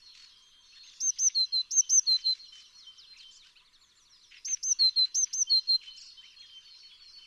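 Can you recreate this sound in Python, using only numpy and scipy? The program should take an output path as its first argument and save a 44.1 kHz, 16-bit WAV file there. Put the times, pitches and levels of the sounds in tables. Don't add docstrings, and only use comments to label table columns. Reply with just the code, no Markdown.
import sys
import numpy as np
from scipy import signal
from scipy.fft import rfft, irfft, next_fast_len
from scipy.io import wavfile
from scipy.ndimage import uniform_filter1d, map_coordinates

SR = 44100
rng = np.random.default_rng(int(sys.argv[2]) if len(sys.argv) > 2 else 0)


def materialize(psi):
    bounded = np.clip(np.atleast_2d(psi).T, -1, 1)
    quanta = np.round(bounded * 32767).astype(np.int16)
    wavfile.write(sys.argv[1], SR, quanta)


N = 320166
TIME = np.arange(N) / SR

# time from the note's start in seconds, pitch in Hz.
SWEEP = [(0, 7166), (.012, 5766), (.035, 4394), (.065, 3610), (.085, 2950), (.095, 2926)]
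SLIDE = [(0, 6070), (.03, 5540), (.05, 5400)]
HOOK = [(0, 3727), (.017, 4550), (.03, 3800), (.048, 3144)]
FLICK = [(0, 7500), (.022, 5320)]
DROP = [(0, 3225), (.012, 2770), (.024, 2050)]
# frequency in Hz, relative density in dB per Hz.
CIRCUIT = [(8, 14.5), (25, 6.5), (48, -15.5), (62, -5), (76, -8.5), (160, -12.5), (250, -14), (400, -13),
           (600, -20), (850, -23.5), (960, -24.5)]


def amp(db):
    return 10 ** (np.asarray(db) / 20)


def unit(x):
    return x / np.sqrt(np.mean(x ** 2) + 1e-20)


def wobble(rate, count=N):
    knots = rng.standard_normal(int(count * rate / SR) + 4)
    return map_coordinates(knots, [np.arange(count) * rate / SR])


def filtered(x, response):
    m = next_fast_len(N + SR // 2)
    return irfft(rfft(x, m) * response(np.fft.rfftfreq(m, 1 / SR)), m)[..., :N]


def hiss(spectrum):
    f, db = np.transpose(spectrum)

    def response(hz):
        return amp(np.interp(np.log(hz + 1), np.log(f), db, -120, -120))

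    return unit(filtered(rng.standard_normal(N), response))


def glide(points, smooth_s=0.0044):
    s, hz = np.transpose(points)
    t = np.arange(s[0], s[-1], 1 / SR)
    pitch = uniform_filter1d(np.interp(t, s, hz), int(smooth_s * SR) + 1, mode="nearest")
    phase = 2 * np.pi * (np.cumsum(pitch) / SR + rng.random())
    return round(s[0] * SR), pitch, phase


def add(track, start, sound):
    track[start:start + len(sound)] += sound[:max(N - start, 0)]


def swell(count, edge):
    return signal.windows.tukey(count, np.clip(edge, 0, 1))


def tail(t60_s, start_s):
    t = np.arange(int(t60_s * SR)) / SR
    h = rng.standard_normal(len(t)) * amp(-60 * t / t60_s) * (t > start_s)
    return h / np.linalg.norm(h)


RISE, RISE_SHARE = .51, .07


def arch(s, length_s, top_hz):
    droop, droop_share = .125, .125
    u = np.linspace(.03, 1, num=40)
    gap = RISE * np.exp(-u / RISE_SHARE) + droop * np.exp((u - 1) / droop_share)
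    return np.transpose([s + u * length_s, top_hz * (1 - gap)])


def sung(start, pitch, phase, s, length_s, shares, levels_db):
    count = len(pitch)
    share = (start / SR - s + np.arange(count) / SR) / length_s
    knots_db = [-41, *levels_db, levels_db[-1] - 3, levels_db[-1] - 14]
    db = uniform_filter1d(np.interp(share, [0, *shares, .96, 1], knots_db), 130, mode="nearest")
    phase = phase + .12 * wobble(260, count=count)
    second = amp(-42.5 - (pitch - 4100) / 400) * np.sin(2 * phase)
    third = amp(-67) * np.sin(3 * phase)
    level = amp(db + .35 * wobble(130, count=count)) * swell(count, .03)
    return level * (np.sin(phase) + second + third)


def high_notes():
    # start in seconds, length in seconds, top in Hz, then level in dB on opening, at the crest,
    # on the droop, at the final swell.
    high = [(1.0024, .1058, 6360, -31.2, -26, -23.4, -19.9),
            (1.1859, .1023, 6270, -29.2, -23, -19.8, -17.4),
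            (1.7085, .1033, 6390, -29.6, -28.6, -17.6, -14.8),
            (1.8938, .1053, 6300, -25.5, -18.6, -17.8, -14.6),
            (4.4476, .1033, 6350, -32.6, -33.2, -28.6, -22.4),
            (4.6287, .1039, 6290, -30.2, -26.9, -24.8, -18.3),
            (5.1449, .1035, 6330, -25.6, -22.1, -26.2, -18.9),
            (5.33, .1036, 6300, -28.3, -30.6, -24.2, -18.5)]
    arch_at = [.1, .4, .7, .88]
    lead_top, lead_rise, lead_share = 1.08, .39, .2
    song = np.zeros(N)
    for s, length_s, top_hz, *levels_db in high:
        start, pitch, phase = glide(arch(s, length_s, top_hz), smooth_s=0.0013)
        add(song, start, sung(start, pitch, phase, s + 0.00023, length_s - .0006, arch_at, levels_db))

        u = np.linspace(0, lead_share, num=12)
        lead_hz = top_hz * (lead_top - lead_rise * np.exp(-u / RISE_SHARE))
        first, lead, lead_phase = glide(np.transpose([s - .002 + u * length_s, lead_hz]), smooth_s=.001)
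        lead_level = amp(levels_db[0] - 4) * swell(len(lead), 0.46)
        add(song, first, lead_level * np.sin(lead_phase))
        add(song, first, lead_level * amp(-28) * np.sin(2 * lead_phase))

        late = start - first
        both = len(lead) - late
        lead_late, main = lead_phase[late:], phase[:both]
        higher_line = np.sin(2 * lead_late - main)
        onset_smear = amp(-22) * wobble(6000, count=both) * np.sin(lead_late + main)
        add(song, start, amp(levels_db[0] - 17) * swell(both, .8) * (higher_line + onset_smear))
    return song


def low_notes():
    # start in seconds, length in seconds, starting pitch in Hz, resting pitch in Hz,
    # then level in dB on opening, at full voice, on closing.
    low = [(1.3462, .1111, 4470, 4040, -26.8, -21, -27.5), (1.5217, .0984, 4300, 4035, -26.6, -22.9, -25.3),
           (2.0646, .1079, 4470, 4035, -24.1, -19.8, -22.6),
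           (2.2392, .1006, 4280, 4050, -33.7, -22.2, -25.3),
           (4.787, .1109, 4500, 4050, -24.3, -18.3, -21.3), (4.9586, .0989, 4320, 4030, -24.2, -19, -21.7),
           (5.4939, .1046, 4500, 4085, -24.6, -18.6, -23.1), (5.671, .0949, 4350, 4115, -34.6, -20, -21.4)]
    sag_at = [.1, .27, .7, .9]
    sag_s, waver_hz, hold_fade_db = .035, 30, .25
    song = np.zeros(N)
    for s, length_s, begin_hz, rest_hz, open_db, full_db, close_db in low:
        t = np.linspace(0, length_s, num=30)
        waver = waver_hz * uniform_filter1d(rng.standard_normal(len(t)), size=3)
        hz = rest_hz + (begin_hz - rest_hz) * np.exp(-t / sag_s) + waver
        start, pitch, phase = glide(np.transpose([s + t, hz]))
        levels_db = [open_db, full_db, full_db - hold_fade_db, close_db]
        add(song, start, sung(start, pitch, phase, s, length_s, sag_at, levels_db))
    return song


def near_space(x):
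    # delay in seconds, level in dB.
    walls = [(.188, -30), (.342, -37)]
    h = np.zeros(SR)
    add(h, 0, amp(-17.5) * signal.lfilter(*signal.butter(6, 4700, fs=SR), tail(.085, .008)))
    add(h, 0, amp(-27) * tail(0.063, 0.0024))
    add(h, 0, amp(-30.5) * tail(1.0, .004))
    for delay_s, db in walls:
        add(h, round(delay_s * SR), amp(db) * signal.firwin(9, 5200, fs=SR))
    return x + signal.fftconvolve(x, h)[:N]


def far_whistles():
    # start in seconds, length in seconds, starting pitch in Hz, level in dB.
    seesaw = [(.01, 0.13, 4343, -55.5), (0.055, 0.16, 4060, -64), (0.15, 0.15, 4420, -56.5),
              (0.256, 0.13, 4010, -65.5), (0.281, 0.35, 3232, -64.5), (0.617, 0.24, 4370, -57.5),
              (1.813, 0.079, 3100, -52), (2.18, .1, 3084, -51), (2.389, 0.067, 4290, -49),
              (2.519, 0.077, 3078, -50.5), (2.724, 0.1, 4330, -55), (2.861, 0.086, 3110, -49),
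              (3.065, 0.085, 4210, -51.5), (3.192, 0.12, 3130, -57.5), (4.079, 0.47, 4110, -71.5),
              (5.463, 0.08, 3112, -49.5), (5.547, .14, 5100, -66), (5.829, 0.084, 3084, -49),
              (5.864, 0.15, 4305, -57.5), (6.029, 0.113, 4420, -52.5), (6.169, .088, 3100, -51),
              (6.358, 0.091, 4265, -51.5), (6.359, .2, 3287, -58.5), (6.41, .067, 3690, -68.5),
              (6.484, 0.12, 3134, -53.5), (6.645, 0.093, 4460, -55.5), (6.702, 0.078, 4220, -51),
              (6.794, .092, 4455, -52.5), (6.826, .12, 3095, -56), (6.896, 0.081, 3380, -59),
              (6.99, .09, 4480, -55.5), (7.034, 0.083, 4240, -51), (7.125, 0.12, 4480, -54),
              (7.177, 0.075, 3080, -55)]
    # start in seconds, length in seconds, from Hz, to Hz, level in dB.
    whistles = [(1.158, .01, 3630, 7410, -61), (1.352, .009, 5430, 7640, -59.5),
                (1.361, 0.0092, 7940, 5300, -70), (3.462, 0.016, 6300, 3536, -60),
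                (4.352, 0.039, 5900, 4720, -56.5), (5.258, .08, 2500, 3510, -69),
                (5.792, .02, 6730, 5600, -71), (5.821, 0.023, 4500, 7100, -63),
                (6.207, 0.022, 5000, 7830, -70), (6.319, 0.023, 7500, 5200, -75.5),
                (6.387, 0.015, 5000, 8180, -66), (6.41, 0.025, 6200, 4460, -81.5)]
    # start of the fall in seconds, its length in seconds, from Hz, to Hz,
    # hold at the top before it in seconds, level in dB.
    steps = [(3.745, .025, 6100, 4500, .02, -72), (3.82, .095, 7350, 4630, .035, -69),
             (3.98, .085, 7250, 4000, .03, -68.5), (4.09, .125, 6200, 3470, .002, -62.5),
             (4.22, .14, 6330, 3640, .002, -63), (4.46, .06, 4700, 3440, .002, -60),
             (6.3, .06, 6100, 3000, .002, -63)]
    step = [(0, 0), (.4, .38), (.78, .5), (1, 1)]
    # start in seconds, length in seconds, top in Hz, level in dB.
    far_arches = [(0.397, 0.12, 6400, -67), (0.547, 0.22, 6320, -67.5), (0.812, .11, 6410, -61)]
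    # pitch shape, first start in seconds, period in seconds, count,
    # mean level in dB.
    series = [(SWEEP, 1.78, .2, 1, -58), (SWEEP, 2.0, .1943, 8, -57.5), (SWEEP, 6.598, .342, 2, -66),
              (SLIDE, 2.06, .098, 9, -61), (HOOK, 3.484, .0806, 10, -62.5), (FLICK, .918, .02, 4, -63),
              (DROP, 6.48, .084, 10, -65), (DROP, 6.662, .023, 2, -68), (DROP, 7.008, .023, 2, -68)]
    slack_hz, slack = 2459, 0.0643
    calls = []
    for s, length_s, hz, db in seesaw:
        calls.append((db, [(s, hz), (s + length_s, hz - slack * (hz - slack_hz))]))
    for s, length_s, from_hz, to_hz, db in whistles:
        calls.append((db, [(s, from_hz), (s + length_s, to_hz)]))
    for s, length_s, from_hz, to_hz, held_s, db in steps:
        fall = [(s + u * length_s, from_hz + v * (to_hz - from_hz)) for u, v in step]
        calls.append((db, [(s - held_s, from_hz)] + fall))
    for s, length_s, top_hz, db in far_arches:
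        calls.append((db, arch(s, length_s, top_hz)[4:]))
    for shape, first_s, period_s, many, db in series:
        for k in range(round(many)):
            points = [(first_s + k * period_s + u, hz) for u, hz in shape]
            calls.append((db + rng.normal(0, 1.9), points))
    out = np.zeros(N)
    for db, points in calls:
        start, pitch, phase = glide(points, smooth_s=0.002)
        flutter = amp(db + 2 + 3 * wobble(55, count=len(pitch)))
        add(out, start, flutter * swell(len(pitch), .3) * np.sin(phase))
    return out


def twitter():
    # start in seconds, length in seconds, from Hz, to Hz (both before the scatter), level in dB.
    bursts = [(.24, 0.16, 5440, 4730, -57.5), (5.81, .07, 3800, 2180, -52), (5.96, .06, 6000, 3860, -55),
              (6.02, .05, 6000, 3980, -54.5), (6.07, .06, 6000, 4200, -55), (6.22, .2, 3500, 2300, -55),
              (6.73, 0.076, 5350, 4680, -55), (7.075, .053, 5280, 4900, -55)]
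    out = np.zeros(N)
    for s, length_s, from_hz, to_hz, db in bursts:
        for k, (late, high) in enumerate(rng.random((8, 2))):
            when = s + length_s * (k + late) / 8
            shift = 1 + 0.098 * (high - .5)
            points = [(when, from_hz * shift), (when + .011, to_hz * shift)]
            start, pitch, phase = glide(points, smooth_s=.002)
            add(out, start, amp(db) * swell(len(pitch), 1.0) * np.sin(phase))
    return out


def sparrows():
    # start in seconds, length in seconds, from Hz, to Hz, bend in Hz, number of bends,
    # beak resonance in Hz, level in dB.
    chirps = [(.72, .037, 1250, 1480, 0, 1, 2700, -60), (.755, .037, 1700, 1500, 230, 1, 3000, -54),
              (.83, .032, 1200, 1550, 0, 1, 2800, -58), (.86, .045, 1800, 1400, 450, 1, 3800, -54),
              (.9, .042, 4100, 2000, 300, 1, 3000, -59), (3.122, .1, 1950, 3050, -260, 8, 2800, -57),
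              (3.305, .08, 1680, 1580, 150, 4, 5400, -56), (3.42, .08, 1050, 1250, 350, 1, 2500, -61),
              (3.55, .09, 1100, 1750, 200, 2, 2800, -60), (5.8, .05, 3300, 3500, -1100, 1, 2800, -56),
              (5.934, .02, 3050, 2500, 0, 1, 4300, -54), (5.952, .158, 2400, 2600, -320, 6.9, 4700, -50),
              (6.2, .15, 1500, 2000, 950, 1, 2300, -60), (6.4, .06, 3000, 1850, -300, 1, 2500, -60)]
    skew = .3
    out, u = np.zeros(N), np.linspace(0, 1, num=60)
    for s, length_s, from_hz, to_hz, bend_hz, bends, beak_hz, db in chirps:
        bend = np.sin(np.pi * bends * u) - skew * np.sin(2 * np.pi * bends * u)
        hz = from_hz + (to_hz - from_hz) * u + bend_hz * bend
        start, pitch, phase = glide(np.transpose([s + u * length_s, hz]), smooth_s=.002)
        count = len(pitch)
        stack = np.zeros(count)
        for k in range(1, 7):
            beak_db = -20 * np.log2(k * pitch / beak_hz) ** 2
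            top_loss_db = np.clip(k * pitch - 7600, 0, None) / 60
            stack += amp(beak_db - top_loss_db) * np.sin(k * phase)
        rasp = 1 + .35 * wobble(830, count=count)
        level = amp(db + 2.5 * wobble(70, count=count)) * swell(count, .3)
        add(out, start, level * rasp * stack)
    return out


def rattles():
    # start in seconds, length in seconds, rms level in dB before edges and dulling,
    # top of the band in Hz.
    bursts = [(.135, .13, -57, 6100), (.74, .06, -64, 5900), (.85, .1, -64, 5100), (1.16, .04, -59, 3600),
              (1.285, .03, -54, 3600), (2.1, .13, -56, 5400), (2.29, .11, -58, 6100),
              (2.515, .12, -58, 6500), (3.17, .07, -60, 6700), (3.43, .08, -63, 6000),
              (4.305, .09, -54, 3250), (4.468, .07, -53, 3250), (4.555, .025, -58, 3900),
              (4.78, .13, -56, 4900), (4.97, .12, -56, 4900), (5.255, .03, -59, 3600),
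              (5.31, .02, -60, 3900), (5.82, .07, -57, 5600)]
    low_hz, pulses_hz = 1990, 42
    out = np.zeros(N)
    for s, length_s, db, top_hz in bursts:
        t = np.arange(int(length_s * SR)) / SR
        pulses = np.cos(np.pi * pulses_hz * (t - .018)) ** 10
        beats = 0.72 + amp(3.5 * wobble(59, count=len(t))) * pulses
        band = signal.butter(2, [low_hz, top_hz], "bandpass", fs=SR)
        noise = signal.lfilter(*band, rng.standard_normal(len(t)))
        add(out, round(s * SR), amp(db) * unit(noise * beats) * swell(len(t), 0.21))
    return signal.lfilter(*signal.butter(3, 7000, fs=SR), out)


def chorus(count=700):
    # time in seconds, level in dB.
    levels = [(0, -61.5), (.6, -65.5), (.9, -57), (2.4, -63.5), (3.3, -65), (3.7, -78), (4.2, -72.5),
              (4.6, -61.5), (5.8, -61), (6.4, -61), (7.26, -64)]
    out = np.zeros(N)
    for when, pitch, fall, length, size in rng.random((count, 5)):
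        hz, s = 2600 * 2 ** (1.25 * pitch), when * N / SR
        points = [(s, hz * (1.05 + .15 * fall)), (s + .015 + .04 * length, hz * (.95 - .1 * fall))]
        start, track, phase = glide(points)
        level = amp(8 * size - 14 * np.log2(hz / 4300) ** 2)
        add(out, start, level * swell(len(track), .6) * np.sin(phase))
    smear = irfft(rfft(out) * rfft(tail(.4, .003), N), N)
    blur = amp(-11) * out + smear
    blur /= np.sqrt(np.abs(uniform_filter1d(blur ** 2, SR // 3)) + 1e-9)
    return amp(np.interp(TIME, *np.transpose(levels))) * blur


def garden():
    # frequency in Hz, relative density in dB per Hz.
    spectrum = [(900, 4), (1100, 1.5), (2000, 0.5), (3000, -0.5), (5000, -22), (6500, -7), (8000, -9.5),
                (11000, -14), (15500, -35.5)]
    z = signal.stft(hiss(spectrum), nperseg=512)[2]
    field = uniform_filter1d(uniform_filter1d(rng.standard_normal(z.shape), 4, 0), 8, 1)
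    patchy = signal.istft(z * amp(3.2 * unit(field)), nperseg=512)[1][:N]
    return amp(-71.3 + .5 * wobble(4)) * unit(patchy)


def background():
    # frequency in Hz, mean peak level in dB.
    hum_lines = [(62, -84.5), (100, -91.5), (200, -92.5), (300, -99), (400, -99)]
    hum = sum(amp(db + wobble(8)) * np.sin(2 * np.pi * hz * TIME) for hz, db in hum_lines)
    return amp(-73 + 0.5 * wobble(6.8)) * hiss(CIRCUIT) + hum


def scene():
    far, hedge = far_whistles() + twitter(), sparrows() + rattles()
    far += amp(-5) * signal.fftconvolve(far, tail(.55, .004))[:N]
    far += hedge + amp(-11) * signal.fftconvolve(hedge, tail(.25, .004))[:N]
    mono = near_space(high_notes() + low_notes()) + far + chorus() + garden()
    side_hiss = hiss([(900, -8.0), (5000, -11), (9000, -10.0), (15000, -11)])
    side = amp(-59.5 + 3.4 * wobble(20)) * mono + amp(-85.0) * side_hiss
    return np.array([mono + side, mono - side])


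def record(dry):
    # multiple of spacing_hz, level of each shifted line in dB.
    image_lines = [(1, -50.5), (2, -48.5), (3, -56)]
    spacing_hz, low_cut_hz, top_hz = SR / 8, 950, 15600
    images = 1 + sum(2 * amp(db) * np.cos(2 * np.pi * k * spacing_hz * TIME) for k, db in image_lines)
    own, apart = background(), amp(-105) * hiss(CIRCUIT)
    cut = filtered(dry * images, lambda hz: hz > low_cut_hz)
    noisy = cut + [own + apart, own - apart]
    return filtered(noisy, lambda hz: hz < top_hz)


dry = scene()
out = record(dry)
materialize(out)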